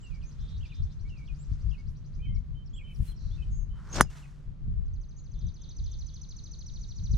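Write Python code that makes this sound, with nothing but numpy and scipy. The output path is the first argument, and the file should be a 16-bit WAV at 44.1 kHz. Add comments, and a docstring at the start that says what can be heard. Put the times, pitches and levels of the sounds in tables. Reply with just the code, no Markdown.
"""A golf tee in open country, heard from a small camera lying in the grass a few steps from the golfer.
The club brushes back over the grass, whooshes down and cracks against the ball; its hollow metal head
rings, and a line of trees throws the crack back. Wind buffets the two microphone ports. Songbirds
whistle and trill from the trees, and a near sparrow starts up after the shot. Behind it all lie
stirring leaves, a distant motor and the wash of the countryside."""
import sys
import numpy as np
from scipy import signal
from scipy.fft import rfft, irfft
from scipy.io import wavfile
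from scipy.ndimage import uniform_filter1d, map_coordinates

SR = 44100
rng = np.random.default_rng(int(sys.argv[2]) if len(sys.argv) > 2 else 0)


def store_wav(level_fs):
    """Save 16-bit WAV to argv[1]."""
    pcm = np.round(np.clip(np.atleast_2d(level_fs), -1, 1) * 32767)
    wavfile.write(sys.argv[1], SR, pcm.T.astype(np.int16))


N = 316223
TIME = np.arange(N) / SR
HIT_S = 4.0096

# Below, gain_db is relative: the function that uses the table sets the final level.
# modes of the hollow metal club head: pitch_hz, gain_db, t60_s
CLUB_MODES = [(3020, -28.5, 0.0069), (3516, -30, 0.0098), (4485, -37, .012), (5104, -36.5, .09),
              (5626, -43, .055), (6130, -26.5, .03), (6370, -42, 0.076), (6700, -43, .1),
              (6910, -27.5, .022), (7335, -42, .05), (8900, -29, .02), (9150, -33, .046), (9520, -31, .025),
              (10090, -14, .0096), (11250, -24, .007), (12750, -31, .012), (13700, -33, .009)]
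# the crack scattered off the turf: frequency_hz, gain_db
SPRAY_COLOUR = [(300, 1), (1400, -0.5), (2000, -5), (2500, -18), (3800, -12.5), (5000, -4.5), (6500, -1.5),
                (7800, -6), (9300, -2.5), (10800, -14), (12500, -14.5), (15000, -27)]
# the turf's reflection cancels the crack in narrow bands: frequency_hz, gain_db
TURF_NOTCHES = [(100, -1.5), (750, -2.5), (1100, 1), (1950, 3), (2250, -2), (2480, -16), (2850, 0),
                (7000, 2.5), (7700, -4), (8500, 2.5)]
# echo of the tree line, its outline: delay_s, gain_db; its colour: frequency_hz, gain_db
TREE_ECHO = [(0, -45.5), (.07, -32.5), (.095, -6), (.16, 0), (.24, -7), (.42, -22), (.9, -64)]
TREE_COLOUR = [(100, -11), (500, -5.5), (1200, -7.5), (2500, -2), (6000, -0.5), (8000, 5.5), (10000, -11.5),
               (15000, -12)]

# the club passing the microphone: time_s, head_gain_db, shaft_gain_db
SWING_LEVEL = [(3.72, -100, -100), (3.85, -68, -73.5), (3.9, -61.5, -67), (3.925, -51.5, -54.5),
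               (3.945, -43.5, -42.5), (3.967, -33.5, -36.5), (3.99, -36, -42.5), (4.006, -25.5, -47),
               (4.02, -42.5, -52), (4.045, -58, -65.5), (4.08, -70.5, -76.5)]
# air torn by the head, and the hiss of the shaft: frequency_hz, gain_db
HEAD_COLOUR = [(80, -10.5), (200, 6.5), (500, 1.5), (900, -1), (1500, -2), (2200, -12.5), (3500, -23),
               (8000, -50)]
SHAFT_COLOUR = [(1000, -24.5), (2500, -4.5), (4000, -4), (5800, 0.5), (7500, -6.5), (9500, -17.5),
                (12000, -24.5), (15000, -30.5), (16000, -55.5)]
# the shaft sings as it gathers speed: start_s, length_s, gain_db, start_hz, end_hz
SHAFT_TONES = [(3.895, .036, -59, 5300, 6900), (3.924, .028, -43.5, 6020, 6670)]
# soft swish overhead and on the way down: time_s, gain_db; its colour: frequency_hz, gain_db
DOWNSWING_LEVEL = [(3.68, -110), (3.74, -72), (3.77, -62.5), (3.84, -61.5), (3.88, -57.5), (3.93, -58.5),
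                   (3.98, -110)]
DOWNSWING_COLOUR = [(400, -17), (750, -10), (1000, 3), (1400, 4), (1800, -4), (2400, -13.5), (5000, -18),
                    (8000, -22.5), (12000, -33), (15000, -42)]
# soft swish of the follow-through: time_s, gain_db; its colour: frequency_hz, gain_db
FOLLOW_LEVEL = [(4.03, -110), (4.05, -75.5), (4.09, -73.5), (4.105, -57.5), (4.14, -63), (4.17, -56),
                (4.23, -65.5), (4.42, -77.5), (4.75, -105)]
FOLLOW_COLOUR = [(300, -5), (1200, 2.5), (2300, -0.5), (3500, -3.5), (6000, -4.5), (7700, -7), (8800, -14),
                 (12000, -18), (15000, -30.5)]
# the club head brushing the grass: peak_s, width_s, level_db; its colour: frequency_hz, gain_db
BRUSH_STROKES = [(1.91, 0.03, -78), (2.97, 0.091, -71.5), (3.075, .055, -60.5)]
GRASS_COLOUR = [(530, -41.5), (900, -13), (1350, -1.5), (1630, -6), (2930, -2), (3800, -8), (7060, -8),
                (9740, -4), (15500, -15)]

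# steady flow of air past the microphone ports: time_s, low_level_db, upper_level_db
AIRFLOW = [(0, -46, -50.5), (1.5, -41, -50.5), (2.8, -42, -51.5), (3.8, -41.5, -48.5), (4.3, -48, -57),
           (5.1, -42.5, -53.5), (6.4, -43, -51.5), (7.17, -39.5, -49)]
# gusts: peak_s, width_s, low_level_db, upper_level_db, left_over_right_db
GUSTS = [(.13, 0.024, -28, -50, -21), (.22, 0.058, -35, -53, -3), (.42, 0.053, -31.5, -49, 5),
         (.58, .12, -33, -51, 4), (.83, 0.056, -25.5, -45, -3.5), (1.05, .1, -34.5, -52, 3.5),
         (1.33, 0.03, -31.5, -56, 15), (1.53, 0.039, -24.5, -45, 7), (1.68, 0.081, -29, -42.5, 13),
         (1.88, 0.065, -33.5, -52, 11), (2.19, 0.063, -30.5, -51, 8), (2.3, 0.054, -29, -36.5, 5),
         (2.36, 0.064, -26.5, -44.5, 9), (2.52, 0.051, -33, -55, 11), (2.76, 0.066, -37.5, -51, 6),
         (3.01, 0.034, -26, -33.5, 10), (3.1, 0.035, -34, -52, 4), (3.29, 0.092, -30.5, -46, 7),
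         (3.41, 0.023, -30, -44.5, 11), (3.51, 0.057, -28.5, -41, 1), (3.61, 0.053, -29, -51, 9.5),
         (3.72, 0.034, -30, -52, 8), (4.02, 0.079, -28.5, -37.5, 9), (4.49, .04, -34.5, -44.5, 7.5),
         (4.69, 0.07, -28, -39, 4.5), (4.78, 0.067, -28, -43.5, 6), (4.92, .13, -32, -51, 0.5),
         (5.37, 0.063, -33, -45.5, 7), (5.46, 0.053, -28, -37, 9.5), (5.831, 0.064, -30, -55, 2),
         (5.97, .15, -35, -58, -2), (6.8, .12, -38, -48, 4), (7.04, 0.074, -30, -43.5, 2.5),
         (7.14, 0.064, -21.5, -35.5, -3.5)]
# the two bands of wind rumble: frequency_hz, gain_db
LOW_RUMBLE = [(12, -12), (25, 0.5), (50, 1.5), (75, -4.5), (100, -7.5), (130, -19.5), (200, -39.5),
              (400, -91.5)]
UPPER_RUMBLE = [(60, -28.5), (100, 0.5), (145, 0), (190, -8.5), (260, -25.5), (400, -37), (800, -51),
                (2500, -86.5)]
# single eddies that thump a port: start_s, peak_db, pitch_hz, left_over_right_db
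EDDIES = [(0.801, -28.5, 85, -9), (1.516, -27.5, 93, 12), (1.663, -25, 55, 14), (2.292, -32, 110, 10),
          (2.999, -24.5, 78, 12), (4.68, -29, 120, 9), (5.44, -27.5, 89.9, 8), (7.136, -21, 119, 7)]

# the swell of the near sparrow's trill: time_s, gain_db
SPARROW_LEVEL = [(4.855, -80), (4.97, -69), (5.3, -67.5), (5.75, -58), (6.3, -56), (7.1, -55)]
# even steps along one arched, falling syllable: share_of_top_pitch, gain_db
SPARROW_SYLLABLE = [(.83, 3.5), (.96, 5), (1, 2.5), (0.93, -4.5), (.86, -7.5), (.75, -0.5), (.67, -1.5),
                    (.59, -2), (0.4, -3)]
# nearby trunks and ground throw the trill back: delay_s, gain_db
SPARROW_ECHOES = [(.016, -17), (.037, -14)]
# slurred notes of a carolling songbird: start_s, length_s, level_db, start_hz, end_hz, warble_depth_hz
SLURS = [(0.022, 0.07, -61.5, 3180, 2730, 0), (0.096, 0.098, -67, 2760, 2230, 58),
         (.213, 0.016, -66, 3800, 2600, 0), (0.225, 0.034, -67, 2520, 2430, 0),
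         (0.604, 0.032, -63.5, 2450, 3340, 2), (.626, .024, -62, 3270, 2580, 0),
         (.647, 0.019, -58, 3400, 2320, 0), (.693, .022, -64, 2290, 3020, 0),
         (0.715, 0.02, -58.5, 2900, 2350, 1), (1.046, .041, -67.5, 2070, 2300, 0),
         (1.088, 0.063, -62.5, 3090, 2716, 59), (1.142, .12, -65.5, 2790, 2230, 57),
         (1.274, .018, -61, 3920, 2740, 0), (1.282, .036, -62, 2680, 2430, -1),
         (1.705, 0.058, -61, 3310, 2720, 219), (2.182, 0.11, -68, 2260, 2550, 2),
         (2.246, .03, -63.5, 2640, 2200, 0), (2.357, .028, -67, 2420, 2150, 3),
         (2.73, 0.027, -62, 3130, 3400, -1), (2.758, 0.032, -56, 2820, 3330, 1),
         (2.777, 0.062, -60, 3300, 2224, 131), (2.862, 0.077, -65.5, 2780, 2395, 200),
         (3.115, 0.019, -66, 3600, 3110, 0), (3.304, .06, -65.5, 3110, 3630, -1),
         (3.372, 0.075, -66, 2820, 2510, 60), (4.05, .063, -70.5, 3050, 2730, -0.5),
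         (4.219, .04, -63.5, 3300, 2470, 0)]
# even-pitched whistles: start_s, length_s, level_db, pitch_hz
WHISTLES = [(1.775, 0.046, -65.5, 2210), (2.212, .11, -61, 3110), (2.274, 0.08, -71, 2126),
            (2.537, .11, -67.5, 3100), (2.828, .11, -59.5, 3070), (3.074, 0.044, -59.5, 4170),
            (3.42, .019, -58.5, 3043), (3.49, .12, -75, 7200), (3.498, .15, -63.5, 6550),
            (3.691, .12, -72, 3060)]
# thin calls that rise and level off: start_s, level_db
THIN_CALLS = [(-.005, -68.5), (1.381, -65.5), (2.728, -67)]
# arched calls: start_s, length_s, level_db, top_hz
ARCHED_CALLS = [(.247, .062, -63.5, 6560), (5.164, .051, -64.5, 6810)]
# chips that fall steeply and end in an upward flick: start_s, level_db
CHIPS = [(2.345, -65.5), (2.657, -66.5), (2.943, -66), (3.16, -65.5)]
# buzzy notes: start_s, length_s, gain_db, start_hz, end_hz
BUZZES = [(0.369, 0.23, -60.5, 3410, 3730), (0.627, 0.21, -61.5, 3390, 3670),
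          (0.849, 0.091, -69.5, 3460, 3630), (5.326, .2, -65, 3440, 3730), (5.56, .19, -62.5, 3366, 3750),
          (5.81, 0.18, -61.5, 3390, 3614), (6.06, 0.17, -69, 3270, 3480)]
# a far bird's trill: time_s, gain_db; the path of each rising flick: pitch_hz
FAR_TRILL_LEVEL = [(0, -70.5), (.75, -66), (1.2, -71.5), (2.15, -69.5)]
FAR_TRILL_PITCH = [3732, 4750, 6760]

# leaves and grass in the breeze: time_s, level_db; their colour: frequency_hz, gain_db
LEAF_LEVEL = [(0, -69), (.75, -70), (1.05, -74), (1.5, -68), (1.9, -75.5), (2.7, -83.5), (3.4, -68),
              (3.7, -80), (4.5, -87), (7.17, -75.5)]
LEAF_COLOUR = [(300, -15.5), (700, -6), (1300, 0), (2200, -6.5), (4000, -7), (6000, -9), (8000, -16),
               (11000, -28), (15000, -34)]
# a distant motor's drone, and the far countryside: frequency_hz, gain_db
MOTOR_COLOUR = [(90, -29.5), (132, -12), (146, -0.5), (160, -16), (200, -18.5), (300, -44.5), (600, -80)]
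COUNTRY_COLOUR = [(150, -32.5), (250, 3), (277, 0.5), (815, -16.5), (1130, -14.5), (2130, -23), (3810, -25),
                  (4600, -27), (5650, -31), (6370, -31), (8670, -45.5), (10600, -53.5), (15000, -54.5)]


def strike(push_hz=1180, thud_hz=260, thud_t60_s=.011, spray_t60_s=.05, contact_s=.00033,
           rebound_s=.00018):
    """Head and ball jolt the air in one push and pull; the metal shell rings and the turf scatters it."""
    t = np.arange(-SR // 200, SR // 4) / SR
    phase = 2 * np.pi * push_hz * t
    push = -phase * np.exp((1 - phase ** 2) / 2)
    free_s = np.maximum(t - contact_s, 0)  # the shell rings once the ball has left the face
    ring = sum(amp(db - 60 * free_s / t60) * np.sin(2 * np.pi * hz * free_s)
               for hz, db, t60 in CLUB_MODES)
    thud = amp(-5 - 60 * free_s / thud_t60_s) * np.sin(2 * np.pi * thud_hz * free_s)
    rebound = amp(-7) * np.exp(-((t - 2 * contact_s) / rebound_s) ** 2)  # the face springs back
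    spray = unit(colour(rng.standard_normal(len(t)), SPRAY_COLOUR))
    spray *= amp(-26 - 60 * free_s / spray_t60_s) * (free_s > 0)
    out = np.zeros(N)
    add(out, HIT_S + t[0], colour(push - ring + thud + rebound + spray, TURF_NOTCHES))
    return out


def swing():
    """The shaft hisses at full speed; the head drags a lower, lumpy wake past the microphone."""
    head = amp(curve(SWING_LEVEL) + 2 * wander(N, 93)) * noise(HEAD_COLOUR, shared=.92)
    shaft = amp(curve(SWING_LEVEL, column=2) + 2.8 * wander(N, 149.8)) * noise(SHAFT_COLOUR, shared=.32)
    down = amp(curve(DOWNSWING_LEVEL) + 1.2 * wander(N, 70)) * noise(DOWNSWING_COLOUR, shared=.97)
    follow = amp(curve(FOLLOW_LEVEL) + 1.2 * wander(N, 70)) * noise(FOLLOW_COLOUR, shared=.95)
    for start_s, length_s, db, start_hz, end_hz in SHAFT_TONES:
        add(shaft, start_s, chirp(slur(length_s, start_hz, end_hz), db))
    passing = (TIME > SWING_LEVEL[0][0]) & (TIME < SWING_LEVEL[-1][0])
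    return (head + shaft) * passing + down + follow


def drive():
    """Swing and crack a few steps away, a little to the right, and their echo from the tree line."""
    direct = swing() * pan(-.8) + from_right(strike()) * amp(1.5)
    echo = colour(scatter(direct.mean(0), TREE_ECHO), TREE_COLOUR)
    return direct + amp(-32.5) * echo


def grass_brush():
    """The club head rustles over the grass before the swing."""
    strokes = sum(amp(db) * bump(peak_s, width_s) for peak_s, width_s, db in BRUSH_STROKES)
    return strokes * amp(1.7 * wander(N, 180)) * noise(GRASS_COLOUR, shared=.42)


def wind(upper_lean=.7):
    """Right at the microphone: gusts swell out of a steady flow, and single eddies thump the ports."""
    low_power = amp(curve(AIRFLOW)) ** 2
    upper_power = amp(curve(AIRFLOW, column=2)) ** 2
    for peak_s, width_s, low_db, upper_db, lean_db in GUSTS:
        swell = bump(peak_s, width_s)
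        low_power = low_power + (swell * amp(low_db) * unit(pan(lean_db))) ** 2
        upper_power = upper_power + (swell * amp(upper_db) * unit(pan(upper_lean * lean_db))) ** 2
    out = turbulence(LOW_RUMBLE, shared=.17, steadiness=.5) * np.sqrt(low_power)
    out += turbulence(UPPER_RUMBLE, shared=.42, steadiness=.41) * np.sqrt(upper_power)
    t = np.arange(SR // 8) / SR
    for start_s, db, hz, lean_db in EDDIES:
        turns = hz * t
        thump = np.sin(2 * np.pi * turns) * 2 * turns * np.exp(1 - 2 * turns)
        add(out, start_s, pan(lean_db) * amp(db) * thump)
    return out


def turbulence(spectrum, shared, steadiness):
    """Rumble at the ports, its own swells partly evened so that the gusts lead."""
    rumble = noise(spectrum, shared)
    power = uniform_filter1d((rumble ** 2).mean(0), size=2600) + 1e-9
    return unit(rumble / power ** (steadiness / 2))


def sparrow(start_s=4.853, gap_s=.07483, syllable_s=.048, lag_s=.009, settle_s=.2,
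            top_hz=6290, sag_hz_per_s=105):
    """Close by, a dry trill settles into its pace, swells and sinks in pitch; a second bird joins."""
    out, size = np.zeros(N), round(syllable_s * SR)
    pitch_share, shape_db = (glide(column, size) for column in np.transpose(SPARROW_SYLLABLE))
    for k in range(31):
        age_s = k * gap_s
        onset_s = start_s + age_s + lag_s * (1 - np.exp(-age_s / settle_s))
        peak_hz = (top_hz - sag_hz_per_s * age_s) * (1 + .005 * rng.standard_normal())
        db = curve(SPARROW_LEVEL, t=onset_s) + .6 * rng.standard_normal()
        syllable = chirp(peak_hz * pitch_share, 0, flutter_db=1.26, waver=.008) * amp(shape_db)
        add(out, onset_s, amp(db) * unit(syllable))
    out += second_bird()
    echoes = np.zeros((2, N))
    for delay_s, db in SPARROW_ECHOES:
        add(echoes, delay_s, amp(db) * out)
    foliage = scatter(out, [(0, -25.5), (.015, -6), (.08, -20), (.3, -14.5), (.9, -84.5)])
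    return from_right(out) * amp(2.03) + echoes + amp(-5.5) * foliage


def second_bird(start_s=5.822, gap_s=.0807):
    """Thin high slurs that grow louder, at a slower pace than the sparrow's."""
    out = np.zeros(N)
    pitch_hz = glide([7510, 6670, 6505, 6400], round(.02 * SR))
    for k in range(17):
        add(out, start_s + k * gap_s, chirp(pitch_hz, db=-76 + .5 * k))
    return out


def far_birds(buzz_hz=345, buzz_depth_hz=240, throb=.6):
    """Off in the trees: whistled or warbled notes and swelling, up-bent buzzes."""
    out = np.zeros(N)
    for start_s, pitch_hz, db in bird_notes():
        add(out, start_s, chirp(pitch_hz, db, flutter_db=1.5, waver=.006))
    for start_s, length_s, db, start_hz, end_hz in BUZZES:
        t = np.arange(round(length_s * SR)) / SR
        carrier_hz = start_hz + (end_hz - start_hz) * np.sin(np.pi / 2 * t / length_s)
        # pitch and strength shake together
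        shake = 2 * np.pi * np.cumsum(buzz_hz * (1 + .08 * wander(len(t), 120))) / SR
        swell = amp(5.4 * (t / length_s - 1.5)) * (1 + throb * np.cos(shake))
        add(out, start_s, swell * chirp(carrier_hz + buzz_depth_hz * np.sin(shake), db))
    foliage = scatter(out, [(0, -6.5), (.008, 1), (.04, -11), (.2, -34), (.9, -91)])
    return from_right(out) + amp(-6.5) * foliage


def bird_notes(warble_hz=46, warble_jitter=.22):
    """Every slur, whistle, call and chip of the far birds as start_s, pitch_hz (a path), level_db."""
    for start_s, length_s, db, start_hz, end_hz, depth_hz in SLURS:
        pitch_hz = slur(length_s, start_hz, end_hz)
        turns = np.cumsum(warble_hz * (1 + warble_jitter * wander(len(pitch_hz), 60))) / SR
        yield start_s, pitch_hz + depth_hz * np.sin(2 * np.pi * turns), db
    for start_s, length_s, db, hz in WHISTLES:  # even these start and end slightly lower
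        yield start_s, hz * glide([.986, 1, .986], round(length_s * SR)), db
    for start_s, db in THIN_CALLS:
        yield start_s, glide([6680, 7520, 7530], round(.064 * SR)), db
    for start_s, length_s, db, top_hz in ARCHED_CALLS:
        yield start_s, top_hz * glide([.88, 1, .88], round(length_s * SR)), db
    for start_s, db in CHIPS:  # the fall, then the softer flick
        yield start_s, glide([5600, 5360, 3809], round(.029 * SR)), db
        yield start_s + .039, glide([5563, 6494, 7250], round(.012 * SR)), db - 9.5


def far_trills(start_s=.045, gap_s=.0845, slowing_s=.00018, rattle_start_s=3.19, rattle_gap_s=.016):
    """Far off, a slowing trill of rising flicks and a quick rattle, blurred by the foliage."""
    out, size = np.zeros(N), round(.034 * SR)
    for k in range(25):
        onset_s = start_s + k * (gap_s + slowing_s * k / 2)
        pitch_hz = glide(FAR_TRILL_PITCH, size) * rng.normal(1.01, .01)
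        flick = chirp(pitch_hz, curve(FAR_TRILL_LEVEL, t=onset_s), flutter_db=2.5, waver=.011)
        add(out, onset_s, flick * amp(glide([-9, 0, -2], size)))
    up_hz = glide([4900, 5700, 6400], round(.0059 * SR))
    down_hz = glide([4650, 4250, 3800], round(.013 * SR))
    for k in range(11):  # each beat of the rattle: a flick up, then a slur down
        onset_s, db = rattle_start_s + k * rattle_gap_s, -66 - .5 * k
        add(out, onset_s, chirp(up_hz, db, waver=.015))
        add(out, onset_s + .005, chirp(down_hz, db, waver=.015))
    return from_right(out) + scatter(out, [(0, -2.5), (.01, 4), (.05, -12), (.9, -85)])


def countryside():
    """The background: a far wash, a distant motor's drone and leaves stirring in the breeze."""
    wash = amp(-66) * noise(COUNTRY_COLOUR, shared=.43) * amp(.5 * wander(N, 5))
    motor_db = curve([(0, -52.5), (2, -48.5), (3.7, -51), (5, -55.5), (7.17, -58)])
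    motor = amp(motor_db) * noise(MOTOR_COLOUR, shared=.99)
    leaves = amp(curve(LEAF_LEVEL) + 1.4 * wander(N, 25)) * noise(LEAF_COLOUR, shared=.32)
    return wash + motor + leaves


def scatter(x, outline):
    """Countless small echoes from foliage, each port its own, under an outline of delay_s, gain_db."""
    t = np.arange(SR) / SR
    tail = rng.standard_normal((2, SR)) * amp(curve(outline, t=t))
    return signal.fftconvolve(x[None], tail / np.linalg.norm(tail[0]), axes=1)[:, :N]


def from_right(x):
    """A sound from the right reaches the left port a moment later, its treble shaded by the camera."""
    shaded = colour(np.roll(x, 1), [(100, -1), (1500, -1), (5000, -2), (10000, -3), (14000, -5)])
    return np.array([shaded, x])


def chirp(pitch_hz, db, flutter_db=2.0, waver=.0047):
    """One near-sine whistled note, slightly unsteady in pitch and strength."""
    size = len(pitch_hz)
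    tone = np.sin(2 * np.pi * np.cumsum(pitch_hz * (1 + waver * wander(size, 160))) / SR)
    return amp(db) * unit(tone * signal.windows.tukey(size, .45) * amp(flutter_db * wander(size, 110)))


def slur(length_s, start_hz, end_hz, time_constants=3.2):
    """A pitch that leaves its start quickly and settles on its end."""
    remaining = np.exp(-time_constants * np.linspace(0, 1, round(length_s * SR)))
    return start_hz + (end_hz - start_hz) * (1 - remaining) / (1 - remaining[-1])


def glide(points, size):
    """A smooth path through evenly spaced points."""
    at = np.linspace(0, len(points) - 1, size)
    return map_coordinates(np.array(points, float), [at], order=2, mode="nearest")


def bump(peak_s, width_s):
    """A bell-shaped swell of height 1; its width is taken at half power."""
    return np.exp(-2 * np.log(2) * ((TIME - peak_s) / width_s) ** 2)


def curve(rows, column=1, t=TIME):
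    """One column of a table, joined by straight lines in time."""
    rows = np.array(rows)
    return np.interp(t, rows[:, 0], rows[:, column])


def noise(spectrum, shared):
    """Coloured noise of rms 1 at two ports that share a part of their power."""
    white = rng.standard_normal((3, N))
    return unit(colour(np.sqrt(shared) * white[2] + np.sqrt(1 - shared) * white[:2], spectrum))


def colour(x, spectrum):
    """Filters by points of frequency_hz, gain_db."""
    hz, db = np.transpose(spectrum)
    f = np.fft.rfftfreq(x.shape[-1], 1 / SR)
    return irfft(rfft(x) * amp(np.interp(np.log(f + 1), np.log(hz + 1), db)), x.shape[-1])


def wander(size, rate_hz):
    """A smooth random drift of rms 1, up to the given rate."""
    f = np.fft.rfftfreq(size, 1 / SR)
    return unit(irfft(rfft(rng.standard_normal(size)) / (1 + (f / rate_hz) ** 4), size))


def pan(lean_db):
    """Left and right gains, the left louder by lean_db."""
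    return amp(np.array([[lean_db], [-lean_db]]) / 2)


def add(mix, start_s, sound):
    """Mixes a sound in at a time."""
    part = mix[..., max(0, round(start_s * SR)):][..., :sound.shape[-1]]
    part += sound[..., :part.shape[-1]]


def amp(db):
    """Decibels to gain."""
    return 10 ** (np.asarray(db) / 20)


def unit(x):
    """Scales to rms 1."""
    return x / np.sqrt(np.mean(x ** 2) + 1e-20)


def scene():
    """Everything that reaches the microphone in the grass."""
    return wind() + countryside() + grass_brush() + drive() + far_birds() + far_trills() + sparrow()


def record(dry):
    """The crack softly overloads the camera's input; the treble ends at 16 kHz."""
    clipped = dry / (1 + dry ** 6) ** (1 / 6)
    lowpass = signal.firwin(255, 16000, window=("kaiser", 9), fs=SR)
    return signal.oaconvolve(clipped, lowpass[None], "same")


dry = scene()
out = record(dry)
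store_wav(out)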